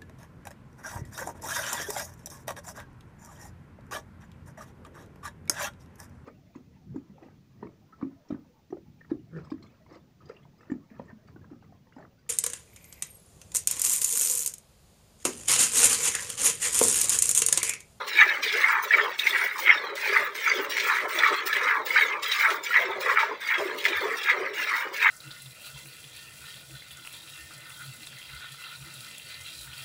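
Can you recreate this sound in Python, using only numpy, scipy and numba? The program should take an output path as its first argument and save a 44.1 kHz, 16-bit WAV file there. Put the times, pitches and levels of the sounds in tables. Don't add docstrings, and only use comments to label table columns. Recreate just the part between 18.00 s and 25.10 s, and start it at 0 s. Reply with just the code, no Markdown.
import sys
import numpy as np
from scipy import signal
from scipy.fft import rfft, irfft
from scipy.io import wavfile
from scipy.ndimage import uniform_filter1d, minimum_filter1d, map_coordinates
from numba import njit

SR = 44100
rng = np.random.default_rng(int(sys.argv[2]) if len(sys.argv) > 2 else 0)


def master_out(mix):
    frames = np.transpose(np.atleast_2d(mix))
    ceiling = np.clip(frames, -1, 1)
    pcm = np.round(ceiling * 32767).astype(np.int16)
    wavfile.write(sys.argv[1], SR, pcm)


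N = 313110
T = np.arange(N) / SR

# start in seconds,
# relative spray level in dB, grip time in seconds, relative fizz level in dB, fizz peak after start in seconds,
# stream level in dB, bubble pitch in Hz, pitch sag in octaves per second.
PULLS = [(-0.3, -55, 0.26, -36, 0.11, -26, 1455, 0.7), (0.076, -48.5, 0.25, -36, 0.11, -30.5, 2043, 1.3),
         (0.429, -46.5, 0.26, -33.5, 0.017, -21.5, 2172, 2.5),
         (0.83, -50.0, 0.16, -41, 0.14, -35.5, 1870, 0.5),
         (1.188, -47.5, 0.25, -40, 0.038, -26, 1914, -0.2),
         (1.588, -50.5, 0.1, -42, 0.088, -34.5, 1790, 1.1),
         (1.959, -46.5, 0.21, -43, 0.18, -27.5, 1950, 1.16),
         (2.352, -50.5, 0.19, -37.5, 0.15, -31.5, 1930, 1.5),
         (2.698, -46, 0.25, -36, 0.13, -25, 2130, 1.65), (3.088, -47, 0.17, -38, 0.2, -29.5, 1676, 0),
         (3.464, -46, 0.19, -38.5, 0.055, -23, 1733, 1.53),
         (3.86, -49.5, 0.15, -37.0, 0.16, -32, 1923, 3.05),
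         (4.228, -44.5, 0.23, -37.5, 0.086, -24, 1834, 1.36),
         (4.638, -50.5, 0.15, -40.5, 0.13, -33.5, 1940, 0.9),
         (5.006, -48, 0.12, -43, 0.094, -33.5, 1645, 0), (5.41, -52.5, 0.24, -43.5, 0.17, -34, 1695, -0.25),
         (5.78, -51, 0.37, -40, 0.15, -32, 1920, 2), (6.173, -52.5, 0.14, -38.5, 0.05, -34, 1690, -0.6),
         (6.542, -48.5, 0.23, -38.5, 0.13, -27.5, 2074, 2),
         (6.931, -52.5, 0.2, -40.5, 0.14, -31.5, 1930, 1.2)]
# frequency in Hz, gain in dB.
FIZZ_COLOUR = [(60, -67), (300, -61), (1000, -25), (2400, 9.5), (2900, 10), (4000, 5), (6000, 0.5),
               (7500, -4), (12000, -28)]
# frequency in Hz, gain in dB.
SPRAY_COLOUR = [(60, -35), (300, -17), (1500, -9.5), (5000, 5), (7600, -1), (9000, 1), (10500, -5.5),
                (12500, -5), (16000, -8.5)]


def plunge(now, plunge_gain_db=-.5, clump_db=2.5, clump_per_s=240, surge_db=1, surge_per_s=45):
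    stream_peak_s = (0.28, 0.29)
    stream_rise_db_per_s = (32.5, 17)
    stream_fall_db_per_s = (160, 86)
    # middle in seconds, relative level in dB,
    # length in seconds, bubble pitch in Hz.
    plunges = [(0.21, -13, 0.038, 2045), (0.297, -22.5, 0.034, 2034), (0.645, -21, 0.017, 2070.0),
               (0.776, -22.5, 0.079, 1513), (0.942, -18, 0.028, 1980), (0.995, -16, 0.019, 1555),
               (1.064, -27.5, 0.036, 1193), (1.268, -21, 0.014, 2114), (1.357, -21.5, 0.026, 2010),
               (1.42, -24, 0.037, 1620), (1.574, -28, 0.034, 1320), (1.701, -13.5, 0.045, 2030),
               (2.096, -26.5, 0.085, 1934), (2.163, -18, 0.035, 1756), (2.354, -31, 0.0081, 2040),
               (2.488, -21, 0.051, 1850), (2.78, -22.5, 0.017, 1976), (2.912, -22.5, 0.056, 1340),
               (3.066, -28, 0.042, 1360), (3.251, -20.5, 0.089, 1706), (3.561, -20, 0.017, 2140),
               (3.704, -20.5, 0.053, 2010.0), (3.978, -16, 0.037, 1835), (4.021, -18.5, 0.016, 2270),
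               (4.448, -18.5, 0.045, 1732), (4.761, -16, 0.031, 1900), (4.827, -26.5, 0.04, 2110),
               (5.09, -21.5, 0.059, 1566), (5.195, -18, 0.052, 1587), (5.408, -36, 0.022, 1910),
               (5.526, -21, 0.049, 1903), (5.86, -21, 0.015, 2034), (5.953, -26.5, 0.08, 1926),
               (6.133, -29, 0.054, 1684), (6.3, -17.5, 0.04, 1827), (6.593, -28, 0.024, 1770),
               (6.729, -24.5, 0.063, 1600), (7.064, -16, 0.047, 1840)]
    # frequency in Hz, gain in dB.
    plunge_colour = [(60, -59), (200, -57), (500, -13.5), (730, -13.5), (880, 2), (1300, -3), (1800, -2),
                     (2330, -3), (2550, -9), (3200, -5.5), (5000, -32), (12000, -51)]
    sag_after_s, plunge_sag_octaves_per_s, plunge_sag_s = 0.095, 3.26, 0.065

    age, hand = now["age"], now["hand"]
    since_peak_s = age - np.take(stream_peak_s, hand)
    stream_db = now["stream_db"] + swell(since_peak_s, hand, stream_rise_db_per_s, stream_fall_db_per_s)
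    stream_hz = now["hz"] * 2 ** (-now["sag"] * np.maximum(age - sag_after_s, 0))
    parts = [(catching(stream_db), stream_hz)]
    for middle_s, db, length_s, hz in plunges:
        shape = np.exp(1 - np.sqrt(1 + (2 * (T - middle_s) / length_s) ** 2))
        sag = np.exp2(-plunge_sag_octaves_per_s * np.clip(T - middle_s, -plunge_sag_s, plunge_sag_s))
        parts.append((amp(db + plunge_gain_db) * shape, hz * sag))
    strength, pitch_hz = blend(parts)
    bubbles = cloud(pitch_hz, per_s=2600, octaves=0.3166, cycles=47.4, scatter_db=3.0, glide=0.077, pinch=0.18)
    clumps = amp(clump_db * walk(clump_per_s))
    shaped = even(pail(colour(bubbles * clumps, plunge_colour)), span_s=0.031)
    surge = amp(surge_db * walk(surge_per_s))
    return shaped * strength * catching(running_dry()) * surge


def spray(now, gain_db=4.0, sputter_db=2, sputter_per_s=120, patter_db=4.0,
          strike_db=16.5, strike_s=0.0077, surge_db=3.0, surge_per_s=30):
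    head_db = strike_db * np.exp(-now["age"] / strike_s)
    level_db = now["spray_db"] + head_db + easing(now) + surge_db * walk(surge_per_s)
    patter = amp(patter_db * np.minimum(rng.exponential(size=N), 6))
    coloured = pail(colour(rng.standard_normal(N) * patter, SPRAY_COLOUR))
    shaped = hollows(coloured, depth_db=6.0, per_octave=21, per_s=36, sink_octaves_per_s=0.2)
    sputter = amp(gain_db + sputter_db * walk(sputter_per_s))
    return even(shaped, span_s=0.063) * catching(level_db) * sputter


def droplets(now, per_s=140, gain_db=1, scatter_db=4, decay_s=0.0012):
    # frequency in Hz, gain in dB.
    droplet_colour = [(200, -37), (1500, -7), (3000, -0.5), (5500, -2), (9000, -9.5), (16000, -20)]
    wait, size = rng.exponential(size=(3000, 2)).T
    at = (np.cumsum(wait) / per_s * SR).astype(int)
    inside = at < N
    hits = np.bincount(at[inside], amp(scatter_db * np.minimum(size[inside], 3)), N)
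    decays = signal.lfilter([1], [1, -np.exp(-1 / (decay_s * SR))], hits)
    ticks = decays * rng.standard_normal(N)
    level = catching(now["spray_db"] + easing(now) + gain_db)
    return unit(pail(colour(ticks, droplet_colour))) * level


def spits(gain_db=-2, mist_db=-12):
    # start in seconds, relative level in dB,
    # decay in seconds.
    spit_rows = [(0.446, -24, .004), (.499, -32, .005), (.525, -24.5, 0.013), (1.19, -23.5, 0.011),
                 (1.266, -24, 0.023), (2.775, -29, .02), (2.798, -25, 0.014), (2.835, -39, 0.012),
                 (3.156, -33, 0.0039), (3.188, -21, 0.0086), (3.273, -26, 0.018), (3.529, -25, 0.0088),
                 (4.232, -27, 0.0054), (4.317, -23.5, 0.023), (4.397, -23, .004), (4.502, -24, 0.015),
                 (4.706, -42, 0.0064), (5.05, -39, .007), (5.103, -31, 0.014), (5.19, -29, 0.046),
                 (5.474, -31, .015), (5.842, -27, .01), (5.852, -21, 0.015), (5.883, -27, .008),
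                 (6.235, -28, 0.0078), (6.297, -28, 0.017), (6.627, -30, 0.01), (7.026, -31, 0.014)]
    bursts = np.zeros(N)
    for start_s, db, decay_s in spit_rows:
        first = int(start_s * SR)
        bursts[first:] += amp(db + gain_db) * np.exp(-np.minimum(T[:N - first] / decay_s, 20))
    smack = unit(pail(colour(rng.standard_normal(N), FIZZ_COLOUR)))
    mist = unit(pail(colour(rng.standard_normal(N), SPRAY_COLOUR)))
    return (smack + amp(mist_db) * mist) * bursts


def fizz(now, gain_db=3.5, lasting_db=-5, crackle_db=-3, sputter_db=4.5, sputter_per_s=150):
    rise_db_per_s = (47, 58)
    fall_db_per_s = (73, 65)
    foam_db = -53.5
    level_db = now["fizz_db"] + swell(now["age"] - now["fizz_s"], now["hand"], rise_db_per_s, fall_db_per_s)
    tiny = cloud(3693, per_s=3000, octaves=0.546, cycles=56, scatter_db=2, glide=0.022, pinch=36)
    lasting = cloud(3800, per_s=970, octaves=.45, cycles=116, scatter_db=6.5, glide=-0.0091, pinch=28)
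    crackle = cloud(4610, per_s=2500, octaves=0.82, cycles=10.0, scatter_db=9.0, glide=0, pinch=0.33)
    foam = unit(tiny) + amp(lasting_db) * unit(lasting) + amp(crackle_db) * unit(crackle)
    coloured = pail(colour(foam, FIZZ_COLOUR))
    shaped = hollows(coloured, depth_db=7.0, per_octave=10, per_s=14, sink_octaves_per_s=1.5)
    sputter = amp(gain_db + sputter_db * walk(sputter_per_s))
    driven = catching(level_db + running_dry()) * sputter
    return even(shaped, span_s=0.029) * np.hypot(driven, amp(foam_db))


def gulps(gain_db=-0.5, slosh_db=-9, lap_db=3.0, lap_per_s=30):
    # peak in seconds, relative level in dB, decay in seconds, pitch in Hz.
    gulp_rows = [(0.001, -36.5, 0.052, 460), (0.256, -36, 0.13, 426), (0.552, -37, 0.071, 426),
                 (0.846, -38, 0.07, 548), (0.974, -38.5, 0.047, 434), (1.037, -34.0, 0.051, 505),
                 (1.087, -34, 0.034, 515), (1.258, -39, 0.0059, 490.0), (1.315, -40, 0.092, 456),
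                 (1.45, -37, 0.012, 590), (1.627, -39.5, 0.085, 480), (1.764, -38, 0.23, 458),
                 (1.837, -37.5, 0.12, 450), (2.062, -37, 0.17, 495), (2.219, -39.5, 0.011, 510.0),
                 (2.545, -32.5, 0.16, 413), (2.821, -40.5, 0.062, 454), (3.026, -34.5, 0.15, 423),
                 (3.195, -30.5, 0.018, 567), (3.325, -31.0, 0.025, 454), (3.46, -36.5, 0.034, 468),
                 (3.574, -38.5, 0.014, 420.0), (3.614, -36, 0.072, 440), (3.799, -36.5, 0.24, 470.0),
                 (4.029, -32.5, 0.096, 445), (4.517, -32, 0.07, 466), (4.801, -32.5, 0.17, 547),
                 (4.944, -35.5, 0.075, 455), (5.068, -30.5, 0.035, 470), (5.23, -31, 0.035, 536),
                 (5.312, -31.5, 0.04, 510.0), (5.593, -32.5, 0.2, 423), (5.725, -33.5, 0.057, 400),
                 (5.879, -38, 0.075, 424), (6.015, -31, 0.12, 463), (6.335, -33, 0.069, 477),
                 (6.371, -29.5, 0.074, 437), (6.481, -41.5, 0.19, 422), (6.629, -43.5, 0.057, 423),
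                 (6.804, -46, 0.022, 570.0), (6.868, -38, 0.076, 495)]
    # frequency in Hz, gain in dB.
    gulp_colour = [(40, -76), (100, -11), (190, -10.5), (260, -8), (360, -5), (580, 5), (720, -7),
                   (1100, 6.5), (3000, -64)]
    attack_s, sway_db, sway_hz = 0.021, -54, 427
    fade_power = 0.96
    parts = [(amp(sway_db), sway_hz)]
    for peak_s, db, decay_s, hz in gulp_rows:
        attack = np.clip((peak_s - T) / attack_s, 0, 20)
        fade = np.clip((T - peak_s) / decay_s, 0, 20) ** fade_power
        parts.append((amp(db) * np.exp(-attack - fade), hz))
    strength, pitch_hz = blend(parts)
    bubbles = cloud(pitch_hz, per_s=480, octaves=0.38, cycles=16.6, scatter_db=5.0, glide=0.23, pinch=0.55)
    slosh = unit(colour(rng.standard_normal(N), gulp_colour)) * amp(slosh_db)
    shaped = even(pail(unit(colour(bubbles, gulp_colour)) + slosh), span_s=0.023)
    return shaped * strength * amp(gain_db + lap_db * walk(lap_per_s))


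def pockets(gain_db=-1, waver=0.025, waver_per_s=420, flicker_db=3, flicker_per_s=110):
    # start in seconds, end in seconds, start pitch in Hz, end pitch in Hz,
    # relative level in dB.
    pocket_rows = [(0, 0.218, 4280, 3950, -46.5), (.905, 0.954, 1790, 2110, -23),
                   (.98, 1.092, 3440, 3050, -36.5), (1.68, 1.772, 5700, 5240, -42),
                   (1.755, 1.951, 4370, 3920, -47.5), (2.005, 2.107, 2560, 2370, -32),
                   (2.5, 2.62, 3700, 3030, -40), (3.33, 3.417, 3970, 4360, -36),
                   (4.02, 4.087, 3950, 3430, -40), (4.075, 4.18, 2026, 2180, -30.5),
                   (5.635, 5.825, 4300, 4150, -53), (5.668, 5.736, 1690, 1800, -34.5),
                   (5.87, 6.106, 3720, 3375, -42), (6.15, 6.298, 2700, 2763, -38)]
    out = np.zeros(N)
    wobble = 1 + waver * walk(waver_per_s)
    flicker = amp(flicker_db * walk(flicker_per_s))
    for start_s, end_s, first_hz, last_hz, db in pocket_rows:
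        age = np.clip((T - start_s) / (end_s - start_s), 0, 1)
        hz = (first_hz + (last_hz - first_hz) * age) * wobble
        phase = 2 * np.pi * np.cumsum(hz) / SR
        out += amp(db + gain_db) * np.sin(np.pi * age) * np.sin(phase)
    return np.sqrt(2) * out * flicker


def plops(cycles=36, glide=0.12, pinch=3.8, gain_db=-3):
    # start in seconds, relative level in dB, pitch in Hz.
    plop_rows = [(.167, -19, 2140), (.188, -3.5, 2260), (.202, -18, 2230), (.224, -11, 2140),
                 (.643, -5, 2010), (0.907, -4.5, 1705), (.938, -3, 2170), (0.997, -5.5, 1790),
                 (1.195, -7, 3580), (1.269, -9.5, 2060), (1.307, -10.5, 3430), (1.701, 1.5, 2100),
                 (2.15, -14, 1740), (2.166, -1.5, 1920), (2.475, -5.5, 1390), (2.515, -7, 2050),
                 (2.553, -23, 366), (3.189, -10, 3450), (3.235, -0.5, 1820), (3.528, -11.5, 1680),
                 (3.905, -13, 2090), (3.961, -1, 1527), (3.969, -7, 1670), (4.397, -13, 1950),
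                 (4.449, -5.5, 1540), (4.706, -16, 1380), (4.779, -6, 1930), (5.228, -16.5, 882),
                 (5.598, -27.5, 400), (5.652, -21, 366), (5.853, -6, 1960), (6.299, -9, 1940),
                 (6.4, -29.5, 373), (6.625, -16, 1560), (7.026, -8.5, 2450), (7.045, -9, 2110)]
    start_s, db, hz = np.array(plop_rows, float).T.copy()
    lives = np.full(len(start_s), float(cycles))
    return pail(ring(start_s, hz, lives, amp(db + gain_db), float(glide), float(pinch)))


def pull():
    rows = np.array(PULLS, float)
    index = np.maximum(np.searchsorted(rows[:, 0], T, "right") - 1, 0)
    start_s, *columns = rows[index].T
    names = "spray_db hold_s fizz_db fizz_s stream_db hz sag".split()
    return dict(zip(names, columns), hand=index % 2, age=T - start_s)


def easing(now):
    fall_db_per_s = (107, 76)
    return -np.take(fall_db_per_s, now["hand"]) * np.maximum(now["age"] - now["hold_s"], 0)


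def running_dry(dry_s=0.044, dry_db=-6):
    starts_s = np.array(PULLS, float)[:, 0]
    next_s = np.append(starts_s, np.inf)[np.searchsorted(starts_s, T, "right")]
    return dry_db * np.maximum(1 - (next_s - T) / dry_s, 0)


def swell(since_peak_s, hand, rise_db_per_s, fall_db_per_s):
    rise_db = np.take(rise_db_per_s, hand) * since_peak_s
    fall_db = -np.take(fall_db_per_s, hand) * since_peak_s
    return np.minimum(rise_db, fall_db)


def catching(level_db, catch_s=0.018):
    size = int(catch_s * SR)
    return uniform_filter1d(uniform_filter1d(amp(level_db), size), size // 2)


def blend(parts):
    power = sum(gain ** 2 for gain, _ in parts) + 1e-18
    pitch_hz = sum(gain ** 2 * hz for gain, hz in parts) / power + 1e-9
    return np.sqrt(power), pitch_hz


@njit
def ring(start_s, hz, cycles, size, glide, pinch):
    out = np.zeros(N)
    for k in range(len(start_s)):
        first, length = int(start_s[k] * SR), int(cycles[k] * SR / hz[k])
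        for i in range(max(0, -first), min(length, N - first)):
            age, turns = i / length, i * hz[k] / SR
            envelope = (1 - np.exp(-turns / pinch)) * np.exp(-6.9 * age)
            out[first + i] += size[k] * envelope * np.sin(2 * np.pi * turns * (1 + glide * age / 2))
    return out


def cloud(hz, per_s, octaves, cycles, scatter_db, glide, pinch):
    count = 30000
    birth_s = np.cumsum(rng.exponential(size=count)) / per_s
    inside = birth_s < T[-1]
    pitch, life, size = np.clip(rng.standard_normal((count, 3)), -1.75, 2.3)[inside].T
    birth_s = birth_s[inside]
    centre_hz = np.interp(birth_s, T, hz * np.ones(N))
    pitches_hz = np.clip(centre_hz * 2 ** (octaves * pitch), 100, .4 * SR)
    sizes = amp(scatter_db * size) * np.sqrt(pitches_hz / centre_hz)
    return ring(birth_s, pitches_hz, cycles * 2 ** (.5 * life), sizes, float(glide), float(pinch))


def hollows(x, depth_db, per_octave, per_s, sink_octaves_per_s):
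    size = 512
    hz, s, frames = signal.stft(x, SR, nperseg=size)
    place = (np.log2(1 + hz[:, None] / 100) + sink_octaves_per_s * s) * per_octave
    chance = rng.standard_normal((256, 256))
    ripple = map_coordinates(chance, np.broadcast_arrays(place, s * per_s), order=3, mode="wrap")
    return signal.istft(frames * amp(depth_db * ripple), SR, nperseg=size)[1][:N]


def pail(x, direct=0.93):
    # frequency in Hz, width in Hz, gain in dB.
    resonances = [(407.6, 63, 9), (605, 270, -23), (914, 270, 5.5), (1218, 180, 2), (1305, 36, 0),
                  (1698, 147, 1), (2020, 140, -8.5), (2167, 465, 7.5), (3354, 240, 2), (3760, 130, 5.5),
                  (4600, 100, -21), (5600, 340, -7), (6440, 21, -21)]
    return direct * x + sum(amp(db) * resonance(x, hz, width_hz) for hz, width_hz, db in resonances)


def flutter(x, echo_db=-4, echo_t60_s=0.054):
    hop = 2048
    t = T[:2 * hop]
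    decay = amp(-60 * t / echo_t60_s) * (t > .001)
    window = np.sin(np.pi * np.arange(len(t)) / len(t))
    padded, echoes = np.pad(x, (hop, 2 * hop)), np.zeros(N + 6 * hop)
    for i in range(0, N + hop, hop):
        path = rng.standard_normal(len(t)) * decay
        piece = padded[i:i + len(t)] * window
        echoes[i:i + 2 * len(t) - 1] += signal.fftconvolve(piece, path / np.linalg.norm(path))
    return (x + amp(echo_db) * echoes[hop:hop + N]) / np.hypot(1, amp(echo_db))


def amp(db):
    return 10 ** (np.asarray(db) / 20)


def unit(x):
    return x / np.sqrt(np.mean(x ** 2))


def even(x, span_s):
    size = int(span_s * SR)
    power = uniform_filter1d(uniform_filter1d(x ** 2, size), size)
    return x / np.sqrt(np.abs(power) + 1e-18)


def walk(per_s):
    knots = rng.standard_normal(4096)
    return map_coordinates(knots, [T * per_s], order=3, mode="wrap")


def colour(x, points):
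    size = 4096
    hz, db = np.transpose(points)
    grid_hz = np.maximum(np.fft.rfftfreq(size, 1 / SR), 1)
    gain = amp(np.interp(np.log(grid_hz), np.log(np.sort(hz)), db))
    cepstrum = irfft(np.log(gain))
    cepstrum[1:size // 2] *= 2
    cepstrum[size // 2 + 1:] = 0
    return signal.fftconvolve(x, irfft(np.exp(rfft(cepstrum))))[:N]


def resonance(x, hz, width_hz):
    return signal.lfilter(*signal.iirpeak(hz, hz / width_hz, fs=SR), x)


def limit(x, ceiling=.8, size=220):
    gain = ceiling / np.maximum(np.abs(x), ceiling)
    return x * uniform_filter1d(minimum_filter1d(gain, 2 * size), size)


def bump(at_s=5.975, hz=95, peak_db=-49, width_s=.022):
    return amp(peak_db) * np.sin(2 * np.pi * hz * T) * np.exp(-((T - at_s) / width_s) ** 2)


def yard(level_db=-56):
    # frequency in Hz, density in dB per Hz.
    yard_colour = [(20, -11), (45, -12), (100, -1), (180, -1), (400, 0), (1000, 3), (4000, -7.5),
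                   (16000, -34)]
    return unit(colour(rng.standard_normal(N), yard_colour)) * amp(level_db)


def scene():
    now = pull()
    jets = spray(now) + droplets(now) + spits()
    bubbles = plunge(now) + gulps() + plops()
    foam = fizz(now) + pockets()
    return (flutter(jets + bubbles + foam) + bump() + yard())[None]


def record(dry, port_hz=15400, port_width_hz=1400, port_db=17, low_cut_hz=70, top_hz=15750):
    port = resonance(resonance(dry, port_hz, port_width_hz), port_hz, port_width_hz)
    coloured = dry + amp(port_db) * port
    thinned = signal.sosfilt(signal.butter(2, low_cut_hz, "high", fs=SR, output="sos"), coloured)
    return signal.sosfilt(signal.ellip(12, .2, 90, top_hz, fs=SR, output="sos"), limit(thinned))


dry = scene()
out = record(dry)
master_out(out)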